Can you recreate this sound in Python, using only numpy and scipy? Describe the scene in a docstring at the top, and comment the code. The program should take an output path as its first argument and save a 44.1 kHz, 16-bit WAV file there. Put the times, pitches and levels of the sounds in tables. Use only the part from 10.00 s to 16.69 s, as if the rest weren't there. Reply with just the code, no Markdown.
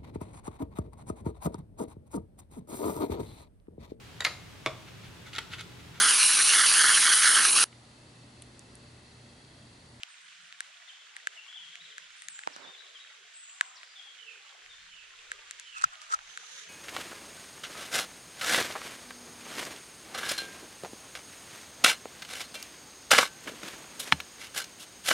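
"""Light rain at a wood's edge

Fine rain hisses on grass and leaves, and single drops ring the shell of a hand-held camera.
Three small birds sing, echoed by the trunks. The grip shifts, the shell is knocked, and fingers
scuff it near the end. A little wind touches the two microphone ports over a far drone
and a dull band of background noise that dips and returns."""
import sys
import numpy as np
from scipy import signal
from scipy.fft import rfft, irfft
from scipy.io import wavfile
from scipy.ndimage import uniform_filter1d

SR = 44100
rng = np.random.default_rng(int(sys.argv[2]) if len(sys.argv) > 2 else 0)


def int16_out(signal):
    """Quantize to a 16-bit WAV file."""
    q = np.round(np.clip(np.atleast_2d(signal).T, -1, 1) * 32767)
    wavfile.write(sys.argv[1], SR, q.astype(np.int16))


N = 295029
TIME_S = np.arange(N) / SR
FREQ_HZ = np.fft.rfftfreq(N, 1 / SR)
ANTIPHASE = np.array([[1], [-1]])
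# Hiss of scuffs and spray on the shell: freq_hz, gain_db
SHELL_HISS = [(150, -83), (700, -10.5), (1600, 11.5), (2500, -1.5), (4500, 3), (7300, 5.5), (9500, -4.5),
              (11500, -22), (16000, -31)]


def rain(hiss_db=-53.5, patter_db=-11, flutter_db=0.8):
    """Far drops merge into hiss and nearer ones patter, over a dull band of background noise."""
    # Hiss spectrum: freq_hz, gain_db
    hiss_spectrum = [(300, -39), (700, -38.5), (1100, -14), (1450, 0.5), (2000, 1.5), (2600, 1.5),
                     (3300, 2), (4100, -3), (5500, -5.5), (7200, -4.5), (8500, -13.5), (10000, -17.5),
                     (11500, -34), (14000, -35.5), (16000, -90)]
    # Hiss envelope: time_s, relative_db
    hiss_levels = [(0, -59), (2.4, -57.5), (3.1, -59), (5.1, -58), (5.5, -55.5), (5.96, -58.5),
                   (6.69, -57.5)]
    # Likeness of the ports: freq_hz, correlation
    likeness = [(100, 0.8), (600, 0.45), (1100, 0.22), (1500, 0.31), (3100, 0.52), (4800, 0.41),
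                (7000, -0.32), (11000, -0.052), (15000, -0.09)]
    # Left over right: freq_hz, pan_db
    balance = [(200, -2), (700, 4), (1300, 0.5), (2400, -1.5), (4400, -2.5), (8100, -4), (15000, 5.5)]
    a, b = rfft(rng.standard_normal((2, N)) + amp(patter_db) * patter())
    pair = irfft(stereo_pair(a, b, per_bin(likeness)) * amp(ANTIPHASE * per_bin(balance) / 2), N)
    hiss = amp(hiss_db) * unit(envelope(hiss_levels)) * colour(pair, hiss_spectrum)
    return (hiss + background_noise(pair)) * amp(flutter_db * drift(step_s=0.04))


def patter(drops_per_s=520, leaves=24, plip_cycles=4.6):
    """Drops on wet leaves: each leaf gives a soft, short plip at its own pitch."""
    t = np.arange(1024) / SR
    out = np.zeros((2, N))
    for pitch_hz in np.geomspace(650, 4200, leaves):
        age = pitch_hz * t / plip_cycles
        plip = unit(np.sqrt(age) * np.exp(-2 * age) * np.sin(2 * np.pi * pitch_hz * t))
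        hits = clicks(drops_per_s / leaves, spread_db=4.5)
        out += signal.oaconvolve(hits, plip[None], axes=1)[:, :N]
    return unit(out)


def shell_drops(push_db=-27, spray_db=-36, spray_t60_s=0.042):
    """Each drop rings the spot it hits, sounds the shell's hollow, ticks and throws a little spray."""
    # Impacts: start_s, ring_db, ring_hz, ring_width_hz, hollow_db, tick_db, upper_hz, tick_pan_db
    impacts = [(0.0336, 4, 2830, 640.0, -2, -20, 5300, 10),
               (0.5256, -8.5, 1870.0, 1500.0, -12, -30, 3800.0, -5),
               (0.6056, 10.5, 1620, 220.0, -11, -15, 8900, 12.5),
               (1.166, 2.7, 1870, 280.0, -22, -23.5, 8660, 9),
               (1.2717, 16, 1630, 250, -20, -16.5, 7200, 13),
               (1.7556, -4.5, 2180, 740.0, -22, -28.5, 6500.0, 5),
               (1.9815, 2.5, 1640, 330.0, -28, -25.5, 7000.0, 13),
               (2.105, -12, 1690.0, 370.0, -25, -39, 5200.0, -5),
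               (2.221, -2.5, 1880.0, 230.0, -15, -23.5, 8400.0, 5),
               (2.2853, 0.2, 1830, 470.0, -21, -13.5, 6700, 6.5),
               (2.3912, 3, 1640, 260.0, -27, -28.6, 7300.0, 13),
               (2.4362, -3, 1940.0, 540.0, -19, -38, 7200.0, 7),
               (2.4733, 1, 1940, 700.0, 11, -25.5, 5200, 16),
               (2.5633, -13.2, 1770.0, 580.0, -1, -28.5, 5530, -12),
               (3.6103, 23, 1666, 304, 20, -9, 7700.0, 13), (3.832, -8, 1670, 1300, -11, -47, 4000, 0),
               (4.662, -9, 1960, 490, -22, -39, 5200.0, -8), (5.3174, 11, 1670, 256, -29, -19, 7500, 11),
               (5.5105, -2, 1710.0, 725, -22, -15.5, 7200.0, 10),
               (5.598, -9.0, 1670, 520.0, -20, -18.5, 6700, 8),
               (5.955, -11.5, 3040, 410.0, -22, -36, 3500.0, -6),
               (6.0174, -13, 2610.0, 690.0, -9, -24.5, 5000.0, 6),
               (6.19, -1, 1340, 360.0, -6, -43, 5200.0, 0),
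               (6.212, -24, 2380.0, 370.0, -12, -44, 4400.0, -1),
               (6.3747, 5, 1470, 380.0, -20, -23.5, 7450, 14.5)]
    out = np.zeros((2, N))
    t = np.arange(1024) / SR
    blow = 1.0 * (t == 0)
    thud = band(blow, 1176, 4000)
    snap = band(blow, 3650, 9900)
    push = amp(push_db) * band(blow, 620, 1100)
    hollow = resonate(band(blow, 730, 2240), 1290, width_hz=300) * ANTIPHASE
    rim = 1.2 * resonate(snap, 3800, width_hz=450)
    hiss = noise(SHELL_HISS)
    for start_s, ring_db, ring_hz, ring_width_hz, hollow_db, tick_db, upper_hz, tick_pan_db in impacts:
        ring = amp(ring_db) * (resonate(thud, ring_hz, ring_width_hz) + push)
        upper = 2.03 * resonate(snap, upper_hz, width_hz=950)
        spray = amp(spray_db - 60 * t / spray_t60_s) * hiss[:, round(start_s * SR):][:, :len(t)]
        tick = amp(tick_db) * (0.79 * snap + rim + upper + spray) * pan(tick_pan_db)
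        add(out, start_s, rock(ring + tick) + amp(hollow_db) * hollow)
    return out


def rock(pair, turn_hz=2500):
    """The shell rocks: the ports move in antiphase below turn_hz, together above it."""
    k = np.tan(np.pi * turn_hz / SR)
    allpass = (k - 1) / (k + 1)
    return np.array([pair[0], signal.lfilter([-allpass, -1], [1, allpass], pair[1])])


def warbler(settle_share=0.5, swing_half_cycles=1.107, chip_s=0.04, base_hz=2726, rise_share=0.197):
    """In the trees, left: whistles slide onto a pitch; chips flick up and fall."""
    # Whistles: start_s, length_s, held_hz, slide_oct, level_db
    whistles = [(1.363, 0.0407, 2793, 0.15, -48), (1.479, 0.028, 3315, -0.17, -47),
                (1.522, 0.061, 3330, -.15, -47.5), (1.587, 0.12, 3243, 0.061, -53.5),
                (1.799, 0.0295, 3850, -.14, -51), (2.623, 0.046, 3530, .2, -52),
                (2.668, 0.037, 3660, 0.019, -50.5), (2.732, 0.037, 3510, 0.12, -52),
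                (2.77, 0.047, 3910, 0.1, -53), (2.943, 0.033, 3183, 0.14, -48.5),
                (2.992, 0.037, 3797, 0.0005, -52.5), (3.859, 0.074, 4810, 0.054, -61),
                (3.951, 0.0724, 3327, 0.148, -49.5), (4.041, 0.062, 3267, 0.14, -52),
                (4.691, 0.057, 3570, 0.088, -55), (4.779, 0.11, 4160, 0.027, -65),
                (6.262, 0.079, 6220, 0.074, -60), (6.66, 0.039, 6250, 0.062, -58)]
    # Chips: start_s, top_hz, level_db
    chips = [(.872, 3700, -50), (.928, 3600, -58), (0.998, 3600, -57.5), (1.552, 3605, -45),
             (1.71, 3760, -53.5), (1.84, 4230, -55), (1.896, 3710, -53), (2.524, 5820, -52.5),
             (3.752, 5950, -53.5)]
    notes = []
    for start_s, length_s, held_hz, slide_oct, level_db in whistles:
        u = progress(length_s)
        slide = np.exp(-u / settle_share) * np.cos(np.pi * swing_half_cycles * u)
        notes.append((start_s, held_hz * 2 ** (slide_oct * slide), level_db))
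    u = progress(chip_s)
    rise = np.interp(u, [0, rise_share], [0.587, 1])
    fall = 0.233 ** ((u - rise_share) / (1 - rise_share))
    flick = np.where(u < rise_share, rise, fall)
    for start_s, top_hz, level_db in chips:
        notes.append((start_s, base_hz + (top_hz - base_hz) * flick, level_db))
    song = sing(notes, waver=0.0056, flutter_db=1.5, fade_share=0.44)
    echoes = trunk_echoes(song, gain_db=-8, t60_s=0.25, correlation=0.38)
    echoes += trunk_echoes(song, gain_db=-4.5, t60_s=1.2, correlation=0.51)
    return (amp(-4) * song + echoes) * pan(4.1)


def near_bird(hook_in_s=0.0024, hook_out_s=0.012):
    """Thin, high arcs, most hooked down at both ends, reach the ports in antiphase."""
    # Calls: start_s, length_s, first_hz, middle_hz, last_hz, hook_oct, level_db
    calls = [(0.082, .054, 8230, 8240, 8300, 0, -56), (0.201, 0.093, 8340, 8370, 8240, 0.027, -60),
             (.405, 0.085, 8250, 8600, 8900, 0, -62), (0.62, 0.06, 8650, 8600, 9000, 0, -62),
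             (2.157, 0.098, 8300, 8540, 9000, 0, -54), (2.208, 0.044, 7550, 7850, 7300, 0.04, -57),
             (2.293, 0.08, 8600, 7330, 7200, 0.0035, -44), (2.372, 0.046, 7300, 8250, 7200, 0.017, -52),
             (3.334, .112, 7380, 8000, 8130, 0.38, -45.5), (3.475, 0.059, 6900, 7530, 7780, 0.11, -46),
             (3.545, 0.038, 9000, 7900, 5870, 0.11, -55), (3.623, 0.084, 6700, 7600, 7450, 0.29, -50.5)]
    notes = []
    for start_s, length_s, *arc_hz, hook_oct, level_db in calls:
        t = np.arange(round(length_s * SR)) / SR
        pitch_hz = np.polyval(np.polyfit([0, 0.5, 1], arc_hz, 2), t / length_s)
        hooks = np.exp(-t / hook_in_s) + np.exp((t - length_s) / hook_out_s)
        notes.append((start_s, pitch_hz / 2 ** (hook_oct * hooks), level_db))
    song = sing(notes, waver=0.007, flutter_db=1, fade_share=0.13)
    return amp(-7.5) * song * ANTIPHASE + trunk_echoes(song, gain_db=-7, t60_s=0.6, correlation=-0.63)


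def slurring_bird(start_hz=3065, fall_oct=0.38, buzz_hz=136.4, buzz_depth=0.033):
    """Deep in the wood, right: buzzing notes that fall ever faster."""
    # Down-slurs: start_s, length_s, level_db
    slurs = [(4.176, 0.15, -48.5), (4.887, 0.16, -52), (5.646, 0.16, -48.5)]
    notes = []
    for start_s, length_s, level_db in slurs:
        u = progress(length_s)
        buzz = 1 + buzz_depth * np.sin(2 * np.pi * buzz_hz * length_s * u)
        notes.append((start_s, start_hz * buzz / 2 ** (fall_oct * u ** 2), level_db))
    song = sing(notes, waver=0.009, flutter_db=4, fade_share=0.21)
    echoes = trunk_echoes(song, gain_db=-8.5, t60_s=0.49, correlation=0.83)
    echoes += trunk_echoes(song, gain_db=-8.5, t60_s=0.93, correlation=0.84)
    return (amp(-6.5) * song + echoes) * pan(-9)


def sing(notes, waver, flutter_db, fade_share):
    """Near-pure tones follow pitch curves, wavering in pitch and level."""
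    song = np.zeros((1, N))
    wobble = 1 + waver * drift(step_s=0.005)
    flutter = amp(flutter_db * drift(step_s=0.01))
    for start_s, pitch_hz, level_db in notes:
        span = np.minimum(round(start_s * SR) + np.arange(len(pitch_hz)), N - 1)
        tone = np.sin(2 * np.pi * np.cumsum(pitch_hz * wobble[span]) / SR)
        note = unit(tone * signal.windows.tukey(len(tone), fade_share) * flutter[span])
        add(song, start_s, amp(level_db) * note[None])
    return song


def trunk_echoes(song, gain_db, t60_s, correlation, echoes_per_s=1800):
    """Trunks scatter the song back as sparse, dying echoes."""
    t = np.arange(SR) / SR
    sparse = rng.standard_normal((2, SR)) * (rng.random((2, SR)) < echoes_per_s / SR)
    taps = stereo_pair(*sparse, correlation) * amp(-60 * t / t60_s)
    taps /= np.linalg.norm(taps, axis=1, keepdims=True)
    return amp(gain_db) * signal.fftconvolve(song, taps, axes=1)[:, :N]


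def knocks():
    """Blunt pushes rock the shell, moving the ports in antiphase."""
    # Pushes: peak_s, level_db, pitch_hz, rise_s, fall_s, pan_db
    pushes = [(2.4752, -10.5, 910, 0.00025, 0.00052, -5.5), (2.471, -42, 230, 0.00087, 0.0024, 26),
              (2.5633, -27.5, 690, 0.00017, 0.00011, -30), (5.8403, -5.5, 1340, 0.00074, 0.0032, 3),
              (5.861, -48, 139, 0.0073, 0.007, 33), (6.11, -53, 453, 0.0038, 0.0079, -14),
              (6.138, -12, 1315, 0.0013, 0.0053, 3)]
    out = np.zeros((2, N))
    t = np.arange(-2048, 4096) / SR
    for peak_s, level_db, pitch_hz, rise_s, fall_s, pan_db in pushes:
        swing = amp(level_db) * pulse(t, rise_s, fall_s) * np.cos(2 * np.pi * pitch_hz * t)
        knock = band(swing, 0.31 * pitch_hz, 7800)
        add(out, peak_s + t[0], knock * pan(pan_db) / pan(pan_db).max() * ANTIPHASE)
    return out


def finger_scuffs(hollow_hz=1310, width_hz=170):
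    """Fingers crackle on the shell and sound its hollow resonance."""
    # Scuffs: peak_s, rise_s, fall_s, hollow_db, hiss_db
    scuffs = [(3.835, 0.0026, 0.0086, -61, -56), (5.783, 0.019, 0.016, -37, -44.5),
              (5.8143, 0.00079, 0.00082, -42, -35.5), (5.823, 0.0026, 0.0015, -33, -35),
              (5.842, 0.0032, 0.0026, -36, -26), (5.93, 0.0048, 0.011, -41, -51.5),
              (6.019, 0.007, 0.062, -56, -53.5), (6.126, 0.00066, 0.0008, -38, -32.5),
              (6.126, 0.012, 0.011, -35, -39.5), (6.146, 0.011, 0.0017, -35, -36.5)]
    resonance = 1 / (1 + (2 * (FREQ_HZ - hollow_hz) / width_hz) ** 2)
    hollow = unit(irfft(rfft(rng.standard_normal(N)) * resonance, N)) * ANTIPHASE
    hiss = colour(clicks(per_s=8100, spread_db=5.5), SHELL_HISS) * pan(-4.5)
    return sum(pulse(TIME_S - peak_s, rise_s, fall_s) * (amp(hollow_db) * hollow + amp(hiss_db) * hiss)
               for peak_s, rise_s, fall_s, hollow_db, hiss_db in scuffs)


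def hand_slide(flutter_db=1.3):
    """Skin sticks and slips on the grip in many tiny snaps."""
    # Slide envelope: time_s, level_db
    levels = [(5.9, -63), (6.15, -63.5), (6.35, -53.5), (6.5, -51.5), (6.6, -47), (6.69, -57.5)]
    # Friction spectrum: freq_hz, gain_db
    spectrum = [(400, -40), (1700, -0.5), (2600, -8), (3700, 0.5), (4800, -8.5), (6300, 1.5), (7300, -5.5),
                (8300, -18), (9600, -10), (11500, -27.5), (16000, -44)]
    crackle = colour(clicks(per_s=2200, spread_db=-0.5), spectrum) * pan(-3.5)
    flutter = amp(flutter_db * drift(step_s=0.0091))
    return envelope(levels) * crackle * flutter * (TIME_S > levels[0][0])


def hand_rustle():
    """The hand rustles softly at the right port."""
    # Rustle envelope: time_s, level_db
    levels = [(2.46, -66), (2.48, -50), (2.54, -59), (2.61, -48.5), (2.66, -49), (2.70, -53.5),
              (2.725, -96)]
    # Rustle spectrum: freq_hz, gain_db
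    spectrum = [(30, -33), (100, -10), (160, 4), (400, 5.5), (900, 8.5), (1600, 5.5), (3000, -5),
                (8000, -40)]
    touching = (TIME_S > levels[0][0]) & (TIME_S < levels[-1][0])
    return envelope(levels) * noise(spectrum) * amp([[-18], [0]]) * touching


def grip_booms(hum_db=-100):
    """The grip shifts and the shell booms softly on one side, over a faint hum."""
    # Grip shifts: middle_s, half_length_s, level_db, pan_db
    shifts = [(0.266, 0.06, -83, 16), (0.44, 0.056, -71.5, 20), (0.62, 0.19, -89, 20),
              (1.68, 0.071, -71, 33), (1.843, 0.055, -72, 32), (2.03, 0.029, -73, 18),
              (2.317, 0.066, -73, -31), (3.238, 0.047, -86, -5), (4.275, 0.17, -91, 16),
              (4.885, 0.074, -71, 28), (6.33, 0.13, -77.5, 37), (6.577, 0.098, -75.5, -16),
              (6.678, 0.027, -66, 12)]
    # Hum and boom spectrum: freq_hz, gain_db
    spectrum = [(60, -59), (120, -13), (160, 3.5), (200, -6.5), (280, -33), (900, -72)]
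    gain = np.full((2, N), amp(hum_db))
    for middle_s, half_length_s, level_db, pan_db in shifts:
        swell = np.exp(-((TIME_S - middle_s) / half_length_s) ** 2)
        gain += amp(level_db) * swell * pan(pan_db) / pan(pan_db).max()
    return gain * patchy(noise(spectrum), depth_db=0.5)


def wind(rise_s=0.053, calm_db=-117, flutter_db=3):
    """Lumpy puffs rumble, mostly at the left port."""
    # Puffs: peak_s, fall_s, level_db
    puffs = [(1.52, 0.22, -99), (2.07, 0.081, -93), (2.88, 0.14, -102), (3.37, 0.15, -96),
             (4.69, 0.49, -81.5), (5.31, 0.12, -80.5), (5.86, 0.041, -74), (6.16, 0.079, -79.5)]
    # Rumble spectrum: freq_hz, gain_db
    spectrum = [(20, 14.5), (40, 11), (90, 6.5), (160, -6.5), (300, -18), (1000, -80)]
    gusts = sum(amp(level_db) * pulse(TIME_S - peak_s, rise_s, fall_s)
                for peak_s, fall_s, level_db in puffs)
    return (amp(calm_db) + gusts) * amp(flutter_db * drift(step_s=0.1)) * noise(spectrum) * pan(25)


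def background_noise(pair, gain_db=1):
    """A dull band of noise, about 600-1200 Hz, dips and returns."""
    # Band spectrum: freq_hz, gain_db
    spectrum = [(300, -32.5), (480, -16), (650, -4.5), (900, -5), (1150, -1), (1500, -11.5), (2500, -38)]
    # Band envelope: time_s, level_db
    levels = [(0, -65), (.25, -75), (.5, -72.5), (.68, -68), (.9, -71), (1.5, -69.5), (1.72, -73),
              (2.35, -76), (2.8, -68), (3.1, -75.5), (3.3, -72), (3.45, -75.5), (3.68, -63), (3.8, -64.5),
              (3.92, -71.5), (4.05, -70), (4.28, -75.5), (4.55, -66.5), (4.75, -71.5), (5, -78),
              (5.15, -67.5), (5.25, -70.5), (5.45, -68.5), (5.67, -79), (5.93, -62.5), (6.1, -66),
              (6.69, -67.5)]
    return amp(gain_db) * envelope(levels) * patchy(colour(pair, spectrum), depth_db=5)


def far_drone(spread=0.73):
    """A distant band of noise near 440 Hz swells and fades."""
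    # Drone spectrum: freq_hz, gain_db
    spectrum = [(150, -38), (300, -23), (380, -3.5), (440, 1.5), (530, -1.5), (900, -29), (2500, -42)]
    # Drone envelope: time_s, level_db
    levels = [(0, -102), (.2, -86), (.7, -101), (1, -87), (1.35, -82), (1.65, -91), (1.9, -74.5),
              (2.3, -91), (2.74, -68), (3, -76.5), (3.22, -78), (3.5, -106), (3.65, -88.5), (4.25, -76),
              (4.6, -71.5), (4.78, -84.5), (5.02, -84.5), (5.35, -67), (6, -97.5), (6.3, -79.5),
              (6.62, -69.5)]
    drone = noise(spectrum)[:1] + spread * noise(spectrum)
    return envelope(levels) * patchy(drone, depth_db=3.5) * pan(5.9)


def amp(db):
    """Decibels to gain."""
    return 10 ** (np.asarray(db) / 20)


def unit(x):
    """Scale to unit rms."""
    return x / np.sqrt(np.mean(x ** 2) + 1e-24)


def pan(db):
    """Stereo gains, left over right by db."""
    return amp(ANTIPHASE * db / 2)


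def stereo_pair(a, b, correlation):
    """Two independent signals to a correlated pair."""
    return np.array([a, correlation * a + np.sqrt(1 - correlation ** 2) * b])


def add(mix, start_s, sound):
    """Mix in a sound at start_s."""
    part = mix[:, max(round(start_s * SR), 0):][:, :sound.shape[1]]
    part += sound[:, :part.shape[1]]


def progress(length_s):
    """Ramp from 0 to 1."""
    return np.linspace(0, 1, round(length_s * SR))


def pulse(t, rise_s, fall_s):
    """Exponential rise and fall, peak at t = 0."""
    return np.exp(-np.maximum(-t / rise_s, t / fall_s))


def envelope(levels):
    """A dB curve as gain per sample."""
    return amp(np.interp(TIME_S, *np.transpose(levels)))


def drift(step_s):
    """Random values joined by straight lines."""
    knots_s = np.arange(0, 8, step_s)
    return np.interp(TIME_S, knots_s, rng.standard_normal(len(knots_s)))


def per_bin(points):
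    """A curve at each FFT bin, interpolated in log frequency."""
    freq_hz, value = np.transpose(points)
    return np.interp(np.log(FREQ_HZ + 1), np.log(freq_hz + 1), value)


def colour(x, spectrum):
    """Filter by a dB spectrum, to unit rms."""
    return unit(irfft(rfft(x) * amp(per_bin(spectrum)), N))


def noise(spectrum):
    """Coloured noise, independent at each port."""
    return colour(rng.standard_normal((2, N)), spectrum)


def clicks(per_s, spread_db):
    """Impulses of random time, size and sign at each port."""
    sizes = amp(spread_db * np.minimum(rng.exponential(1, (2, N)), 4))
    signs = rng.choice([-1, 1], (2, N))
    return unit(sizes * signs * (rng.random((2, N)) < per_s / SR))


def patchy(x, depth_db):
    """Small patches of time and pitch swell and fade at random."""
    frames = dict(nperseg=2048, noverlap=1536)
    cells = signal.stft(x, **frames)[2]
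    field = uniform_filter1d(rng.standard_normal(cells.shape[1:]), size=4, axis=0)
    field = unit(uniform_filter1d(field, size=8, axis=1))
    return unit(signal.istft(cells * amp(depth_db * field), **frames)[1][:, :N])


def band(x, low_hz, high_hz):
    """Steep causal band-pass."""
    return signal.sosfilt(signal.butter(4, [low_hz, high_hz], "bandpass", fs=SR, output="sos"), x)


def resonate(x, pitch_hz, width_hz):
    """One resonance, unity peak gain."""
    return signal.lfilter(*signal.iirpeak(pitch_hz, pitch_hz / width_hz, fs=SR), x)


def scene():
    """All sources at the two ports."""
    ambience = rain() + wind() + grip_booms() + far_drone()
    shell = shell_drops() + knocks() + finger_scuffs() + hand_slide() + hand_rustle()
    birds = warbler() + slurring_bird() + near_bird()
    return ambience + shell + birds


def record(dry):
    """Steep low-pass at 16.4 kHz."""
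    lowpass = signal.firwin(511, 16400, window=("kaiser", 9), fs=SR)
    return signal.oaconvolve(dry, lowpass[None], "same")


dry = scene()
out = record(dry)
int16_out(out)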